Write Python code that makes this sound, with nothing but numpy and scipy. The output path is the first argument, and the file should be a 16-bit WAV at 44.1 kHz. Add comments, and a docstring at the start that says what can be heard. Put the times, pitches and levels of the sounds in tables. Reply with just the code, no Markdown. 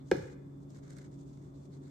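"""A hard-walled kitchen, heard through a closely spaced pair of microphones at the stone counter.
An appliance hums in the background from the start. Almost at once a plastic mixing bowl is set down:
one hollow knock, a few dull thumps as it rocks flat, and its fine powder shifts. From about 0.6 s
seasoning is sifted into it from a plastic shaker, in soft grainy swishes with a few small ticks and,
near the end, faint scrapes. The room answers behind the knock and the shaking."""
import sys
import numpy as np
from scipy import signal
from scipy.fft import rfft, irfft
from scipy.io import wavfile

SR = 44100
rng = np.random.default_rng(int(sys.argv[2]) if len(sys.argv) > 2 else 0)


def wav_record(signal):
    """Record a signal, one row per channel, as 16-bit PCM in the file named by sys.argv[1]."""
    frames = np.transpose(np.atleast_2d(signal))
    bounded = np.clip(frames, -1, 1)
    # unit amplitude maps onto the largest positive 16-bit level
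    quanta = np.round(bounded * 32767).astype(np.int16)
    wavfile.write(sys.argv[1], SR, quanta)


N = 83790

# How alike the room sounds at the two microphones. Each row: frequency in Hz, correlation.
MIC_LIKENESS = [(30, .93), (140, .9), (290, .68), (420, .2), (650, -.55), (1300, -.25), (3000, .15),
                (6500, .05), (15000, -.1)]
# Room tone, mostly rumble. Each row: frequency in Hz, relative level in dB.
ROOM_TONE = [(20, -33), (40, -16), (58, -1), (90, -3.5), (125, 1.5), (185, 2.5), (230, -6), (270, 4),
             (310, -4), (400, -3), (445, -13), (610, -12.5), (700, -18), (1150, -23.5), (1600, -35),
             (2100, -38), (2700, -45), (5000, -43.5), (8000, -42), (10000, -57), (13000, -45.5),
             (15000, -101)]
# The appliance's partials. Each row: pitch in Hz, level in dB, share of waver, left over right in dB.
HUM_PARTIALS = [(140.1, -52.3, 0.05, 1.3), (279.7, -58.5, 0.14, -5), (371.5, -71.5, 0.45, -4)]
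# The swell of its second partial. Each row: time in seconds, added level in dB.
HUM_SWELL = [(0, -6), (.6, -1), (1.05, -3), (1.25, 10), (1.45, -7.5), (1.9, -0.5)]
# The kitchen's tail. Each row: frequency in Hz, seconds to fall 60 dB.
ROOM_T60 = [(100, 0.4), (400, 0.7), (900, .5), (1800, 0.71), (5000, 0.42), (8000, .5), (14000, 0.5)]
# The colour of its reflections. Each row: frequency in Hz, gain in dB.
ROOM_GAIN = [(60, -28), (150, -13), (300, -5), (430, -10), (540, -5), (640, -2), (760, -7), (900, -5),
             (1150, 2.5), (1600, -11), (2100, -6), (2500, -4.5), (2800, -8), (3500, -6), (5000, -1.5),
             (8000, -8), (14000, 1)]

# Spurts of grains and powder. Each row: start in seconds, length in seconds, grain level in dB,
# powder level in dB.
SPURTS = [(-.03, 0.09, -91, -75), (0.06, 0.14, -70.5, -78), (0.155, 0.039, -68, -73),
          (0.182, 0.087, -68.5, -73), (0.251, 0.095, -70.5, -67), (0.6, 0.05, -77.5, -95),
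          (0.692, 0.046, -68.5, -74), (0.738, 0.066, -70, -66), (.822, 0.08, -73, -67),
          (0.886, .07, -70, -68), (0.955, 0.06, -69.5, -63), (1.003, 0.078, -70.5, -65.5),
          (1.11, 0.06, -72.5, -77), (1.175, 0.065, -72, -88), (1.255, 0.07, -74, -88),
          (1.32, .085, -76.5, -85), (1.4, 0.115, -78, -77), (1.54, 0.065, -75.5, -90),
          (1.595, .085, -75, -90), (1.708, 0.085, -73.5, -73), (1.812, 0.14, -76, -73)]
# The grains' hiss and the powder's lower rustle. Each row: frequency in Hz, relative level in dB.
GRAIN_SPECTRUM = [(500, -18), (2800, -7), (3400, -4), (4200, -2.5), (5200, -2.5), (6700, 2), (8200, -2.5),
                  (9300, -11), (10300, -26), (12500, -19), (15000, -30)]
POWDER_SPECTRUM = [(300, -10), (420, 3), (560, 15), (700, -8), (1100, -1), (1500, 4.5), (1850, -.5),
                   (2150, 1.5), (2700, -22), (4000, -8), (9000, -53)]
# Scrapes on the shaker's wall. 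Each row: peak time in seconds, level in dB, pitch in Hz.
SCRAPES = [(.01, -77, 3670), (1.555, -81, 4200), (1.737, -74.5, 4200), (1.86, -77, 4160)]
# Ticks of the shaker. Each row: start in seconds, click level in dB, body level in dB.
SHAKER_TICKS = [(.7038, -63, -78), (.7467, -64, -70), (.7711, -63, -69), (0.9028, -59, -64),
                (0.9058, -54, -56.5), (0.9325, -59, -62), (0.9675, -59, -61), (0.975, -61, -72),
                (0.9855, -54.5, -64), (0.9883, -62, -55.5), (1.0085, -71, -61), (1.028, -65, -63),
                (1.3745, -70, -67)]
# A tap on plastic, its click and its body. Each row: frequency in Hz, relative level in dB.
TAP_CLICK = [(1000, -25), (2800, -20), (3500, -2), (4200, 1.5), (7800, 2.5), (9500, -7), (10400, -16),
             (12500, -14), (15000, -39)]
TAP_BODY = [(300, -2), (530, 9), (700, -10), (1150, -6), (1550, 7), (1850, 0), (2150, 0), (2500, -28),
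            (6000, -43)]

# The bowl's foot chattering on stone. Each row: start in seconds, click level in dB, body level in dB.
FOOT_CHATTER = [(.1555, -76, -46), (.1665, -52.5, -54), (.1835, -74, -47.5), (.2265, -74, -55),
                (.256, -66, -70), (.2815, -75, -54), (.2995, -78, -53)]
# The bowl rocking. Each row: start in seconds, level in dB, pitch in Hz.
ROCKING_THUMPS = [(0.13, -40, 77), (0.145, -31, 300), (.174, -34, 154), (0.203, -34, 143), (0.23, -40, 106)]
# The edge's first touch and the crack of contact. Each row: frequency in Hz, relative level in dB.
EDGE_CLICK = [(1500, -9), (3500, -6), (5500, 5), (7500, -3), (9300, -14), (10300, -32), (12500, -28),
              (15000, -48)]
CONTACT_CRACK = [(60, -5), (300, 8), (650, 1), (1100, 3), (1400, 12), (2400, 11), (2750, -1), (3300, 3),
                 (4200, 1), (5200, 6), (6400, 7), (8000, -4), (10000, -30), (13000, -27), (15000, -33)]
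# The bowl's modes. Each row: pitch in Hz, level in dB, seconds to fall 60 dB, build-up in seconds,
# left over right in dB.
BOWL_MODES = [(190, -20.5, .075, .009, .6), (357, 3.3, .026, .008, -2.2), (463, -13.2, .027, .0009, -.4),
              (557, -21.1, .035, .0016, -8), (735, -35, .06, .001, 9), (860, -24.5, .02, .0016, 11),
              (1340, -32, .03, .0012, -1), (1532, -27, .018, .0012, -1), (1655, -21.5, .024, .001, -2),
              (1690, -54, .52, .004, -2), (1950, -38, .035, .0006, -1), (2155, -33.5, .03, .0006, -2),
              (2330, -40, .03, .0006, -1), (2470, -35.5, .034, .0006, 0), (2910, -41, .028, .0005, -1),
              (3370, -38, .016, .0005, 0), (3620, -43, .018, .0005, 0), (4100, -43, .017, .0005, 0)]


def amp(db):
    """Decibels to gain."""
    return 10 ** (np.asarray(db) / 20)


def unit(x):
    """Scales to rms 1."""
    return x / np.sqrt(np.mean(x ** 2) + 1e-20)


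def curve_at(points, hz):
    """Reads a curve on a log-frequency axis."""
    f, value = np.transpose(points)
    return np.interp(np.log(hz + 1), np.log(f + 1), value)


def pan(db):
    """Gains at the two microphones, the left louder by db."""
    return amp(np.array([[db], [-db]]) / 2)


def since(start_s):
    """Seconds since a moment, zero before it."""
    return np.maximum(np.arange(N) / SR - start_s, 0)


def colour(x, spectrum):
    """Filters by a spectrum in dB."""
    size = x.shape[-1]
    return irfft(rfft(x) * amp(curve_at(spectrum, np.fft.rfftfreq(size, 1 / SR))), size)


def pair(x, likeness):
    """Makes two unrelated channels partly alike."""
    left, other = rfft(x)
    right = likeness * left + np.sqrt(1 - likeness ** 2) * other
    return irfft(np.array([left, right]), x.shape[-1])


def diffuse():
    """White noise as two closely spaced microphones hear it in a room."""
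    return pair(rng.standard_normal((2, N)), curve_at(MIC_LIKENESS, np.fft.rfftfreq(N, 1 / SR)))


def band(noise, hz, width_hz):
    """One bell-shaped band of a noise, at rms 1."""
    bell = np.exp(-((np.fft.rfftfreq(N, 1 / SR) - hz) / width_hz) ** 2)
    return unit(irfft(rfft(noise) * bell, N))


def drift(rate_hz):
    """Slow random motion of rms 1."""
    return band(rng.standard_normal(N), 0, rate_hz)


def snap(start_s, decay_s, spectrum, size=4096):
    """A very short burst of coloured noise."""
    noise = unit(colour(pair(rng.standard_normal((2, size)), likeness=.4), spectrum))
    out, start = np.zeros((2, N)), round(start_s * SR)
    out[:, start:start + size] = noise * np.exp(-np.arange(size) / SR / decay_s)
    return out


def room_tone(level_db=-52):
    """The kitchen's low rumble and air, all around the microphones."""
    return amp(level_db) * unit(colour(diffuse(), ROOM_TONE))


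def appliance(waver_hz=6, whine_db=-88):
    """In the background, a wavering motor hum with a faint whine."""
    t, hum = since(0), np.zeros((2, N))
    for k, (hz, db, waver, pan_db) in enumerate(HUM_PARTIALS):
        swell_db = np.interp(t, *np.transpose(HUM_SWELL)) if k == 1 else 0
        phase = 2 * np.pi * hz * t
        tone = (1 + waver * drift(waver_hz)) * np.sin(phase)
        tone += waver * drift(waver_hz) * np.cos(phase)  # the phase wanders too
        hum += pan(pan_db) * amp(db + swell_db) * np.sqrt(2) * tone
    return hum + amp(whine_db) * band(diffuse(), hz=3500, width_hz=105)


def kitchen_reverb(sound, delay_s=.0069, early_db=-6.5, early_decay_s=.0095):
    """Counter and wall reflect back to the microphones first, then a tail dies band by band."""
    hz, frame_s, bands = signal.stft(diffuse(), SR, nperseg=256)
    t60, t = curve_at(ROOM_T60, hz)[:, None], since(delay_s)
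    fade = amp(-60 * frame_s / t60) * np.sqrt(2 * np.log(1000) / (t60 * SR))  # equal energy per band
    tail = signal.istft(bands * fade, SR, nperseg=256)[1][:, :N]
    early = diffuse() * np.exp(-t / early_decay_s) * np.sqrt(2 / (early_decay_s * SR))
    response = colour(tail + amp(early_db) * early, ROOM_GAIN) * (t > 0)
    return signal.fftconvolve(sound.mean(0)[None], response, axes=1)[:, :N]


def wall_scrapes(half_width_s=.02):
    """Grains scrape along the shaker's plastic wall and ring it briefly."""
    t = since(0)
    return sum(amp(db) * np.exp(-((t - peak_s) / half_width_s) ** 2) * band(diffuse(), hz, width_hz=750)
               for peak_s, db, hz in SCRAPES)


def plastic_taps(rows, click_decay_s=.0025, body_decay_s=.0039):
    """Light contacts on plastic, a little to the right: a sharp click and the wall's short answer."""
    taps = np.zeros((2, N))
    for start_s, click_db, body_db in rows:
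        taps += amp(click_db) * snap(start_s, click_decay_s, TAP_CLICK)
        taps += amp(body_db) * snap(start_s, body_decay_s, TAP_BODY)
    return pan(db=-3) * taps


def grains_and_powder(grains_per_s=4000, spread_db=2, rise_s=.012, fall_s=.016, clump_db=1.8):
    """Near the centre, each spurt lets a cloud of tiny grains slide and land while powder rustles."""
    sizes = amp(spread_db * np.minimum(rng.exponential(1, (2, N)), 4))
    signs = rng.choice([-1., 1.], (2, N))
    landings = rng.random((2, N)) < grains_per_s / SR
    grains = unit(colour(pair(sizes * signs * landings, likeness=.086), GRAIN_SPECTRUM))
    powder = unit(colour(diffuse(), POWDER_SPECTRUM))
    t, flow = since(0), np.zeros((2, N))
    for start_s, length_s, grain_db, powder_db in SPURTS:
        swell = .5 + .5 * np.tanh((t - start_s) / rise_s - .5)
        ebb = .5 + .5 * np.tanh((start_s + length_s - t) / fall_s - .5)
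        flow += swell * ebb * (amp(grain_db) * grains + amp(powder_db) * powder)
    clumps = amp(clump_db * drift(rate_hz=70))  # the flow comes unevenly
    return pan(db=-.5) * clumps * flow


def bowl_settling(rise_s=.0052):
    """Soft low thumps and a faint chatter as the bowl rocks flat on the counter."""
    out = plastic_taps(FOOT_CHATTER)
    for start_s, db, hz in ROCKING_THUMPS:
        t = since(start_s)
        pulse = t / rise_s * np.exp(1 - t / rise_s)
        out += amp(db) * pulse * np.sin(2 * np.pi * hz * t)
    return out


def bowl_knock(touch_s=.1138, knock_s=.11416, click_db=-32.5, crack_db=-37.8):
    """The edge clicks and scuffs on the stone, then the flexing base drives the powder-damped modes."""
    click = amp(click_db) * snap(touch_s, decay_s=.0011, spectrum=EDGE_CLICK)
    crack = amp(crack_db) * snap(touch_s, decay_s=.004, spectrum=CONTACT_CRACK)
    out = pan(db=-3) * (click + crack)
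    t = since(knock_s)
    lag_rad = np.array([[0], [.4]])  # the left microphone hears the ring first
    for k, (hz, db, t60, rise_s, pan_db) in enumerate(BOWL_MODES):
        envelope = amp(db - 60 * t / t60) * (1 - np.exp(-(t / rise_s) ** 2))
        sense = (-1) ** k  # neighbouring modes swing opposite ways
        out += sense * pan(pan_db) * envelope * np.sin(2 * np.pi * hz * t - lag_rad)
    return out


def scene(sifting_send_db=-9):
    """Bowl and shaker in front at the counter; reflections, room tone and hum behind them."""
    knock = bowl_knock()
    sifting = grains_and_powder() + plastic_taps(SHAKER_TICKS) + wall_scrapes()
    direct = knock + bowl_settling() + sifting
    reflections = kitchen_reverb(knock + amp(sifting_send_db) * sifting)
    return direct + reflections + room_tone() + appliance()


def record(dry, cutoff_hz=14900):
    """The recorder cuts the highest treble from both microphones."""
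    lowpass = signal.firwin(511, cutoff_hz, window=("kaiser", 9), fs=SR)
    return signal.oaconvolve(dry, lowpass[None], "same")


dry = scene()
out = record(dry)
wav_record(out)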